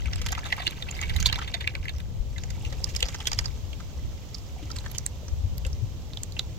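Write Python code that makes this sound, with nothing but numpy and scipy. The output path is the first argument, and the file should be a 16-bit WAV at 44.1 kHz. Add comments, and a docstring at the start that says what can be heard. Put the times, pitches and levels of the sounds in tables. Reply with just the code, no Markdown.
"""A muddy shore, where two ducks dabble: their bills pop, squelch and crackle through wet mud and stalks.
Each pop is a burst of snaps and noise that rings a cavity; the squelch is made of many tiny bubbles.
Larger bubbles plop in the shallows, and a close surface, the ground and the bank echo the feeding.
Wind, made of filtered noise, rumbles and thumps on the two ports of a hand-held microphone,
over a far rumble of open air and a soft hiss."""
import sys
import numpy as np
from scipy import signal
from scipy.fft import rfft, irfft, next_fast_len
from scipy.io import wavfile
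from scipy.ndimage import uniform_filter1d

SR = 44100
rng = np.random.default_rng(int(sys.argv[2]) if len(sys.argv) > 2 else 0)


def unload_wav(signal):
    """Save mono or channel-first audio to the path in sys.argv[1] as 16-bit WAV at rate SR, clipped to [-1, 1]."""
    wavfile.write(
        sys.argv[1],
        SR,
        np.round(np.clip(np.atleast_2d(signal).T, -1, 1) * 32767).astype(np.int16),
    )


N = 290178
TIME = np.arange(N) / SR  # seconds

# Strength of the gusts on the ports. Each row: time in seconds, left level in dB, right level in dB.
GUSTS = [(0.0, -30, -35.5), (0.25, -29.5, -35), (0.62, -41.5, -43), (0.95, -38.5, -39), (1.2, -29.5, -23),
         (1.5, -38.5, -43.5), (2.1, -33, -39.5), (2.7, -31.5, -37.5), (3.2, -39.5, -42.5),
         (3.42, -30.5, -37), (3.9, -37, -46), (4.05, -34, -32), (4.2, -44, -43.5), (4.8, -35.5, -39.5),
         (5.2, -42.5, -46), (5.38, -29.0, -34), (5.75, -32, -37.5), (6.05, -39.5, -42), (6.58, -37.0, -42)]
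# Tone of the wind rumble. Each row: pitch in Hz, level in dB.
WIND_COLOUR = [(18, -12), (35, -4.5), (55, 0), (80, -1.5), (120, -11.5), (170, -20), (240, -27), (400, -53),
               (900, -75)]
# Tone of the far rumble of open air. Each row: pitch in Hz, level in dB.
AIR_COLOUR = [(30, 2), (70, 20.5), (120, 17), (170, 9), (250, 4), (420, 0.5), (550, 1.5), (660, -5),
              (850, -7), (1200, -12.5), (1500, -25), (3000, -34.5)]
# Tone of the high hiss. Each row: pitch in Hz, level in dB.
HISS_COLOUR = [(900, 3.5), (1600, -3.5), (2300, -0.5), (3200, 3.5), (4500, -0.5), (6800, -0.5),
               (8000, -4.5), (9700, -19.5), (12500, -8.5), (16000, -15.5)]
# Loudness of the hiss. Each row: time in seconds, level in dB.
HISS_LEVEL = [(0, -51.5), (1.3, -48.5), (1.6, -54.5), (2.15, -53.5), (2.4, -52), (2.8, -48), (3.5, -49),
              (4.1, -50), (5.2, -50), (5.9, -51), (6.58, -50.5)]
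# How hard the bills work the mud. Each row: time in seconds, effort in dB.
DABBLE_EFFORT = [(0, -45.5), (0.17, -50), (0.33, -47.5), (0.6, -44), (0.8, -51.5), (1.05, -46),
                 (1.15, -43.5), (1.3, -40.5), (1.5, -49.5), (1.75, -53.5), (2.4, -56), (2.75, -52.5),
                 (3.05, -50), (3.35, -45.5), (3.55, -58), (4.5, -58), (4.8, -53.5), (5.2, -60), (6.58, -59)]
# Tiny bursts that make up squelch, smack and crackle. Each row: lowest pitch in Hz, highest pitch in Hz,
# level in dB against the effort for the first duck, the same for the second duck, bursts per second.
MUD_GRAINS = [(697, 1750, -2.5, -6.5, 240), (1940, 3850, 2, -2.5, 420), (4360, 7800, -6, -2, 320)]
# Pops of wet mud at the bills. Each row: start in seconds, length in seconds, starting cavity pitch in Hz,
# base level in dB (rms over 10 ms), level of the tear in dB against that base,
# tilt of the tear in dB per octave, lag of the right side in ms.
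MUD_POPS = [(0.058, 0.0014, 2500, -39.5, -1, -6.5, 0.46), (0.132, 0.0029, 5400, -37.5, 3.5, -4.5, 0.43),
            (0.1582, 0.0021, 7600, -39, -4, 0, 0.08), (0.217, 0.0045, 3160, -46.5, 11, 0, 0.1),
            (0.2631, 0.004, 3240, -38, 8.5, -1.0, 0.0), (0.2861, 0.003, 2050.0, -42, 8.5, 0, 0.58),
            (0.3207, 0.0022, 6590.0, -40, -3, 9.5, 0.0), (0.3268, 0.0023, 6140, -43, 12.5, -5, 0.21),
            (0.351, 0.0024, 2080, -38.5, 3, -4, 0.43), (0.3779, 0.0058, 1300, -39.5, -2, -9.0, -0.12),
            (0.456, 0.013, 3560, -37, 0.5, -5, -0.08), (0.466, 0.003, 3550, -42.5, 0, 1, 0.49),
            (0.5256, 0.0013, 2000, -21.5, -6.5, -4.5, 0.45), (0.5673, 0.0013, 2260, -42, -7, 8, 0.48),
            (0.5804, 0.0051, 1050, -42.5, 1.5, -8, 0.07), (0.6014, 0.0051, 1930, -36.5, -2, -2, 0.48),
            (0.62, 0.0075, 3440, -37.5, 1, -4, 0.47), (0.6688, 0.0017, 3080, -21.5, -6.5, -1, 0.45),
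            (0.6765, 0.0016, 4040, -26.0, -8, -4, 0.53), (0.709, 0.0023, 3520, -42, -3.5, 6, 0.49),
            (0.8244, 0.0025, 3470, -31.5, -6.5, -2.5, 0.46), (0.8876, 0.0027, 2590, -36, -8, -1.0, 0.45),
            (0.9109, 0.002, 6940, -34.0, -12, 0, 0.0), (0.966, 0.01, 3640, -43, 3, -0.5, 0.58),
            (0.991, 0.0014, 2120, -36, -13, 1, 0.48), (1.0143, 0.0021, 6660, -33.5, -3.5, 0.0, -0.08),
            (1.0283, 0.0073, 2200, -29.5, -3, -4.0, 0.49), (1.0965, 0.0028, 2110, -32.5, -1, 0, 0.45),
            (1.1642, 0.0029, 3870, -31.5, -1.5, 3, 0.59), (1.2018, 0.0042, 6010.0, -39.5, 5, 3.5, 0.0),
            (1.2273, 0.0019, 6520.0, -31.5, -1, -1.5, 0.0), (1.2599, 0.003, 3760, -14.5, -16, 4, -0.057),
            (1.2641, 0.0045, 4550, -26.5, -6, 5.5, 0.0074), (1.2887, 0.0026, 3050, -32.0, -15, -1.0, 0.5),
            (1.2987, 0.00082, 3030, -31.0, -9, -9, 0.42), (1.3278, 0.0013, 3720, -25, -3, -3, 0.59),
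            (1.358, 0.0022, 3580, -31, -3.5, -2.5, 0.5), (1.3887, 0.0028, 1250, -36.5, 1, -2.5, -0.044),
            (1.4166, 0.0046, 1260, -36.5, 1.5, -5.5, 0.56), (1.4775, 0.005, 3330, -36.5, 0, -3.0, 0.48),
            (1.5421, 0.004, 3580, -25, -5, -2.5, 0.43), (1.608, 0.0055, 3360, -35.5, 2, -3.5, 0.44),
            (1.643, 0.0027, 2100, -37, -13, -5, 0.48), (1.6758, 0.00082, 2320, -21.5, -9, -5.5, 0.5),
            (1.7531, 0.00057, 3000, -34.5, 1, -4.5, 0.43), (1.8557, 0.0025, 1770.0, -37, -14, 4, 0.47),
            (1.8834, 0.0008, 2310, -31.5, -19, 2, 0.48), (1.8929, 0.003, 3400, -36.5, 0.5, -2.5, 0.45),
            (1.984, 0.0011, 5440, -53.5, 4, 4, 0.52), (2.0022, 0.0024, 3360, -52.5, 9.5, 0, 0.5),
            (2.362, 0.004, 1910, -42.5, -14, -6, 0.4), (2.3819, 0.0017, 3600, -39.5, -2.5, -3.5, 0.45),
            (2.4362, 0.0035, 6240, -47, 7.5, -2.5, 0.42), (2.5037, 0.0046, 6640, -44.5, 4, 0.0, 0.49),
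            (2.6506, 0.0083, 2680, -37, -5.5, 0, 0.5), (2.7259, 0.0038, 1830.0, -43, -1.0, -3.5, -0.097),
            (2.8429, 0.00066, 4950, -23.5, -14, 5, 0.46), (2.8921, 0.0086, 6540, -46.5, 5.5, 1, 0.31),
            (2.9505, 0.0012, 3140, -38.5, -0.5, 0, 0.22), (2.9641, 0.0025, 5070, -29.5, -4, 5, 0.38),
            (3.0053, 0.0028, 2850, -36.5, 0, 3.5, 0.38), (3.0285, 0.00026, 3170, -19.5, -7, 1.5, 0.14),
            (3.0558, 0.0097, 5040, -38.5, 0.5, -3, 0.16), (3.0856, 0.003, 6700, -38.5, 3, -2.5, 0.36),
            (3.145, 0.0041, 6200, -40.5, 6.5, -3, 0.1), (3.2041, 0.004, 3100, -37.5, -1, -3.5, 0.083),
            (3.2562, 0.0032, 3150, -35.5, -7, -1, 0.11), (3.2721, 0.0032, 3160, -26, 2.5, 1.5, 0.34),
            (3.3179, 0.00098, 4930.0, -33.0, 1, -4, 0.35), (3.3315, 0.00098, 5000, -31.0, 0, -1, 0.29),
            (3.3891, 0.0015, 5040, -25.0, 1, -0.5, 0.32), (3.4448, 0.006, 4900, -48, 8, -4, 0.37),
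            (3.4579, 0.0019, 4950, -30, -13, -5, 0.11), (3.731, 0.002, 2850, -42, -13, 3, -0.095),
            (3.8026, 0.0035, 1230, -48.5, 2.5, -1.5, 0.11), (4.3463, 0.0028, 4920, -34, -21, -6, 0.032),
            (4.384, 0.0031, 5100, -49, -7.5, 8, -0.3), (4.629, 0.0081, 2880, -48.5, -1, -1.5, 0),
            (4.703, 0.004, 1280, -45, 2, -1.5, 0.22), (4.7151, 0.0013, 5000, -36.5, -23, 0, 0.063),
            (4.7621, 0.0045, 7360, -36.5, -4.5, 2, 0.056), (4.787, 0.001, 4030, -37, -16.5, 10.5, 0.058),
            (4.8405, 0.009, 1830, -52.5, 3, -6.5, -0.08), (4.8626, 0.002, 1650, -40.0, -0.5, -6, 0.083),
            (4.9145, 0.0029, 12200, -40.5, -6.5, 0, 0.27), (4.95, 0.007, 3000, -43.5, 2, 2.5, -0.05),
            (4.9845, 0.00035, 6500, -26.5, -19, 3, 0.098), (5.0641, 0.00085, 7650, -22.5, -20, -3.5, -0.43),
            (5.2824, 0.0042, 5770, -43, -7.5, -5.5, 0.07), (5.581, 0.0005, 11860.0, -41.5, -6.5, 6, 0.07),
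            (5.6494, 0.004, 2750, -40, -0.5, -2.0, -0.34), (5.6658, 0.003, 7300, -37.5, -9, -2, -0.07),
            (5.73, 0.0026, 5530, -43, -21, 2, 0.07), (6.1346, 0.00074, 3880, -41.5, -16.5, -8, 0.0),
            (6.1726, 0.00085, 3460, -34, -21, -9.5, 0.29), (6.2343, 0.00068, 7040, -30, -14, 2, 0.23),
            (6.323, 0.0008, 4430, -45, -16, 10, 0.32), (6.3667, 0.0061, 2680, -38.5, -11, -6, -0.073),
            (6.3941, 0.00079, 3720, -23, -14, -2, -0.0033)]
# Bands of squelch, smack, crackle and spray in a tear. Each row: low edge in Hz, high edge in Hz,
# level in dB against the tear for the first duck, the same for the second duck.
TEAR_BANDS = [(650, 1850, -10, -8), (2000, 3700, -1, -3), (4540, 7400, -11, -1.5), (8500, 13500, -13, -13)]
# Where pops are heard: their treble sits further right. Each row: pitch in Hz, left minus right in dB.
POP_PAN = [(600, 0), (1100, -1), (2000, -3), (4000, -6), (8000, -8.5), (14000, -5.5)]
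# Single eddies that thump the ports. Each row: time of the middle in seconds before a short fixed delay,
# peak in dB before trim and panning, pitch in Hz, left minus right in dB.
BUFFETS = [(0.067, -21, 77, 11), (1.799, -25, 48, -3), (1.963, -22.5, 65.2, 4), (2.199, -18.5, 43, 27),
           (2.948, -22, 72, 16), (3.04, -21.5, 47, 9), (3.375, -27, 102.5, 0), (5.327, -20.5, 47, 18),
           (5.443, -19, 75, 14), (5.663, -22.5, 58.5, 9), (5.828, -19.5, 112, 16)]
# Larger bubbles in the shallows. Each row: start in seconds, strength in dB before trim, starting pitch in Hz.
PLOPS = [(0.212, -39, 467), (0.38, -27, 910), (0.673, -39, 340), (1.047, -45, 430), (1.261, -22, 985),
         (1.38, -28, 946), (1.544, -31.5, 650), (1.75, -42, 538), (2.579, -38.5, 884), (2.631, -40, 794),
         (2.667, -40, 453), (2.723, -37, 535), (2.801, -37, 522), (3.027, -31.5, 490), (3.084, -39, 527),
         (4.564, -39, 730), (4.594, -40, 713), (4.624, -34, 290), (4.778, -36, 970), (5.231, -36.5, 580),
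         (5.649, -45, 283), (5.655, -36, 504)]
# How the ports colour the sound. Each row: pitch in Hz, level in dB.
PORT_COLOUR = [(100, 2), (7000, -3), (8500, -2.5), (9800, 1), (12000, -1), (16000, 3)]
# Right side of the microphone against the left. Each row: pitch in Hz, level in dB.
RIGHT_COLOUR = [(100, 1), (2000, -1), (4000, 0.5), (6500, 3), (9700, -7), (12500, -1), (16000, -4)]

SECOND_DUCK_S = 2.15  # from here on the second duck is the nearer one
FIRST_DUCK_LAG_MS = 0.48  # its sound reaches the right port later
REST_DB = -60.5  # below this effort the mud is not stirred
PAUSE_S, PAUSE_DB = (2.0, 2.33), -8.5  # the first duck lifts its head and the mud falls quieter
# The bill chatters: typical rate, swing of level each way, unevenness of the timing
STROKES_PER_S, STROKE_DB, STROKE_SPREAD = 14.2, 4.5, 0.25
GRAIN_CYCLES = 2.8  # typical ringing of a tiny burst, scaled at random
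TILT_PIVOT_HZ = 3000  # the spectrum of a tear tilts about this pitch
THUD_HZ, THUD_DB = (247, 670), -17.5  # dull shove of the mud under each tear; level against the tear
TOP_HZ = 15900  # the sound is cut above this pitch


def undb(db):
    """Turn decibels into gain."""
    return 10 ** (np.asarray(db) / 20)


def unit(x):
    """Scale to an average strength (rms) of 1."""
    return x / np.sqrt(np.mean(x ** 2) + 1e-30)


def curves(table):
    """Join each column of a table by straight lines in time."""
    s, *columns = np.transpose(table)
    return [np.interp(TIME, s, column) for column in columns]


def colour(x, points):
    """Filter a sound so that its tone follows a curve of (Hz, dB) points."""
    hz, db = np.transpose(points)
    size = next_fast_len(x.shape[-1])
    f = np.maximum(np.fft.rfftfreq(size, 1 / SR), 1)
    gain = undb(np.interp(np.log(f), np.log(hz), db))
    return irfft(rfft(x, size) * gain, size)[..., :x.shape[-1]]


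def band(x, low_hz, high_hz, order=3):
    """Keep the pitches between two edges, without sounding ahead of time."""
    b, a = signal.butter(order, [low_hz, high_hz], "band", fs=SR)
    return signal.lfilter(b, a, x)


def stereo_noise(likeness):
    """Make left and right noises that share a part: 0 is unrelated, 1 is identical."""
    mid, side = rng.standard_normal((2, N))
    return np.sqrt(1 + likeness) * mid + np.sqrt(1 - likeness) * np.array([side, -side])


def sides(pan_db):
    """Left and right gains of mean power 1; a positive pan leans left."""
    return unit(undb(np.array([pan_db, -pan_db]) / 2))


def add(out, sound, s, pan_db=0, lag_ms=0):
    """Put a sound into both channels, the right one later by the lag."""
    for channel, gain, start in zip(out, sides(pan_db), (s, s + lag_ms / 1000)):
        i = int(np.clip(start * SR, 0, N))
        channel[i:i + len(sound)] += gain * sound[:N - i]


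def bubble(hz, cycles, glide):
    """A cavity rings down by 1/e in so many cycles; its pitch climbs as it opens."""
    age = np.arange(int(6 * cycles * SR / hz) + 3) * hz / SR  # counted in cycles
    swing = np.sin(2 * np.pi * age * (1 + glide * age / cycles / 10))
    flow = (1 - np.exp(-2 * age)) * np.exp(-age / cycles) * swing
    return np.diff(flow) * SR / (2 * np.pi * hz)  # sound follows the change of flow


def wind():
    """Eddies buffet each port on their own; gusts set their strength."""
    eddies = unit(colour(rng.standard_normal((2, N)), WIND_COLOUR))
    swell = uniform_filter1d(eddies ** 2, size=4000, axis=1) + 1e-9
    # the eddies are evened out so that the gusts alone shape the swell
    even = unit(eddies / np.sqrt(swell))
    return even * undb(curves(GUSTS))


def drift(size=9000):
    """A slow random wander of spread 1: held random steps, smoothed twice."""
    held = np.repeat(rng.standard_normal(N // size + 1), size)[:N]
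    smooth = uniform_filter1d(held, size=size)
    return unit(uniform_filter1d(smooth, size=size))


def air(air_db=-43.0, hiss_pan_db=-4.5, drift_db=0.6):
    """A far, low rumble of open air drifts in level under a hiss that leans right."""
    rumble = undb(air_db) * unit(colour(stereo_noise(0.81), AIR_COLOUR))
    hiss = unit(colour(stereo_noise(0.011), HISS_COLOUR)) * undb(curves(HISS_LEVEL)[0])
    return rumble * undb(drift_db * drift()) + hiss * sides(hiss_pan_db)[:, None]


def effort():
    """Strength of the dabbling: only work above a resting level stirs the mud."""
    power = undb(2 * curves(DABBLE_EFFORT)[0]) - undb(2 * REST_DB)
    work = np.sqrt(np.maximum(power, undb(-140)))
    pause = 1.0 * ((TIME > PAUSE_S[0]) & (TIME < PAUSE_S[1]))
    return work * undb(PAUSE_DB * uniform_filter1d(pause, size=3000))


def strokes(size=200):
    """The bill opens and shuts quickly and unevenly: a gain that swings once a stroke."""
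    gaps = np.exp(STROKE_SPREAD * rng.standard_normal(size)) / STROKES_PER_S
    starts = np.cumsum(gaps)
    turns = np.interp(TIME, starts - starts[0], np.arange(size))
    return unit(undb(STROKE_DB * np.cos(2 * np.pi * turns)))


def nibbling(spread_db=5.3):
    """Tiny films burst around the bill, louder as it works harder."""
    out = np.zeros((2, N))
    work = effort() * strokes()
    for low_hz, high_hz, first_db, second_db, rate in MUD_GRAINS:
        grains = np.zeros((2, N))
        for when, pitch, strength, ring, place in rng.random((int(rate * N / SR), 5)):
            s = when * N / SR
            hz = low_hz * (high_hz / low_hz) ** pitch
            gain = undb(-spread_db * np.log(0.13 + strength))  # a few are much louder than most
            cycles = GRAIN_CYCLES * (0.21 + 1.4 * ring ** 2)
            # the first duck stands off to one side
            lag_ms = FIRST_DUCK_LAG_MS * (s < SECOND_DUCK_S and place < 0.75)
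            add(grains, gain * bubble(hz, cycles, glide=0.1), s, -6 + 6 * place, lag_ms)
        duck_db = np.where(TIME < SECOND_DUCK_S, first_db, second_db)
        out += unit(grains) * work * undb(duck_db)
    return out


def tearing(length, first=1.4, rate=1100, grit=0.084, stretch=1.93, strain_s=0.0015, size=2048):
    """A mud film strains, then gives way: one snap, a quick run of smaller ones and a wet rush."""
    age = np.arange(-size // 8, size) / SR  # seconds from the main snap
    noise, strength = rng.standard_normal((2, len(age)))
    snaps = (rng.random(len(age)) < rate / SR) * strength
    rise = np.exp(np.minimum(age, 0) / (strain_s + 0.16 * length))
    fall = np.exp(-(np.maximum(age, 0) / (stretch * length)) ** 1.5)
    push = (snaps + grit * noise) * rise * fall + first * (age == 0)
    return push, age[0]


def pop(length, hz, db, tear_db, tilt, first_duck, cavity_db=1, ring=0.31, most_cycles=4.1):
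    """A tear rings its cavity and scatters sound over four broad bands; returns sound and lead in s."""
    push, start = tearing(max(length, 1 / SR))
    # a cavity that bursts at once hardly rings
    cycles = min(0.92 + ring * hz * length, most_cycles)
    cavity = unit(signal.lfilter(bubble(hz, cycles, glide=0.027), 1, push))
    thud = unit(band(push, *THUD_HZ, order=2))
    thud_gain = undb(tear_db + THUD_DB)
    sound = undb(cavity_db) * cavity + thud_gain * thud
    power = undb(2 * cavity_db) + thud_gain ** 2
    for low_hz, high_hz, first_db, second_db in TEAR_BANDS:
        octaves = np.log2(np.sqrt(low_hz * high_hz) / TILT_PIVOT_HZ)
        duck_db = first_db if first_duck else second_db
        gain = undb(tear_db + duck_db + tilt * octaves)
        sound = sound + gain * unit(band(push, low_hz, high_hz))
        power = power + gain ** 2
    # the summed power of the parts is set as if spread over 10 ms (SR / 100 samples)
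    return undb(db) * unit(sound) * np.sqrt(power * SR / 100 / len(push)), start


def faint_pops(per_s=10, above_effort_db=1, scatter_db=3, low_hz=1700, high_hz=5500,
               length=0.0051, tear_db=-2, tilt=0.3):
    """Small tears between the loud ones follow the bills' effort; rows like those of MUD_POPS."""
    work, rows = effort(), []
    for k, (when, pitch, strength, span) in enumerate(rng.random((200, 4))):
        s = (k + when) / per_s
        if s < TIME[-1]:
            work_db = 20 * np.log10(work[int(s * SR)])
            db = work_db + above_effort_db + scatter_db * (2 * strength - 1)
            hz = low_hz * (high_hz / low_hz) ** pitch
            lag_ms = FIRST_DUCK_LAG_MS * (s < SECOND_DUCK_S)
            rows.append((s, length * (0.5 + span), hz, db, tear_db, tilt, lag_ms))
    return rows


def mud_pops():
    """Loud and faint pops of tearing mud, placed by the lag between the ports and by tone."""
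    out = np.zeros((2, N))
    for s, length, hz, db, tear_db, tilt, lag_ms in list(MUD_POPS) + faint_pops():
        first_duck = s < SECOND_DUCK_S and lag_ms > FIRST_DUCK_LAG_MS / 2
        sound, start = pop(length, hz, db, tear_db, tilt, first_duck)
        # half the lag (in s) is taken off the left, so the two sides straddle the start
        add(out, sound, s + start - lag_ms / 2000, 0, lag_ms)
    panned = []
    for k, channel in enumerate(out):
        side_colour = [(hz, 20 * np.log10(sides(db)[k])) for hz, db in POP_PAN]
        panned.append(colour(channel, side_colour))
    return np.array(panned)


def buffets(gain_db=-2, width_s=0.012, delay_s=0.0082, size=8192):
    """A strong eddy rocks the pressure at the ports a few times."""
    out = np.zeros((2, N))
    age = (np.arange(size) - size / 2) / SR
    for (s, db, hz, pan_db), turn in zip(BUFFETS, rng.random(len(BUFFETS))):
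        thump = np.exp(-(age / width_s) ** 2) * np.sin(2 * np.pi * (hz * age + turn))
        early = max(0, -int((s + age[0]) * SR))  # samples that would fall before the beginning
        add(out, undb(db + gain_db) * thump[early:], s + age[early] + delay_s, pan_db)
    return out


def plops(gain_db=-1, cycles=5):
    """Bigger air pockets ring briefly in the shallow water."""
    out = np.zeros((2, N))
    for s, db, hz in PLOPS:
        add(out, undb(db + gain_db) * bubble(hz, cycles, glide=0.18), s)
    return out


def bank(x, bounce_s=0.002474, bounce_db=-11, near_db=-12, near_s=0.0071, far_db=-19, far_s=0.017, size=8192):
    """One close surface throws sound back; ground and stalks scatter it; a faint tail comes off the bank."""
    age = np.arange(size) / SR
    scatter = band(rng.standard_normal((2, 2, size)), 880, 3000, order=1)
    near, far = scatter * (1 - np.exp(-(age / 0.00017) ** 2))  # a very short fade-in
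    echo = undb(near_db) * unit(near * np.exp(-age / near_s))
    echo = echo + undb(far_db) * unit(far * np.exp(-age / far_s))
    click = 1.0 * (np.arange(size) == int(bounce_s * SR))
    bounce = undb(bounce_db) * band(click, 320, 3000, order=1)
    return x + signal.fftconvolve(x, bounce + echo / np.sqrt(2 * size), axes=1)[:, :N]


def scene():
    """Feeding ducks and plops with their echoes, then wind and open air without."""
    feeding = mud_pops() + nibbling() + plops()
    return bank(feeding) + wind() + buffets() + air()


def record(dry):
    """The ports colour the sound, the loudest snaps are rounded and the top is cut."""
    left, right = colour(dry, PORT_COLOUR)
    heard = np.tanh([left, colour(right, RIGHT_COLOUR)])
    top_cut = signal.ellip(10, 0.2, 70, TOP_HZ, fs=SR, output="sos")
    return signal.sosfilt(top_cut, heard)


dry = scene()
out = record(dry)
unload_wav(out)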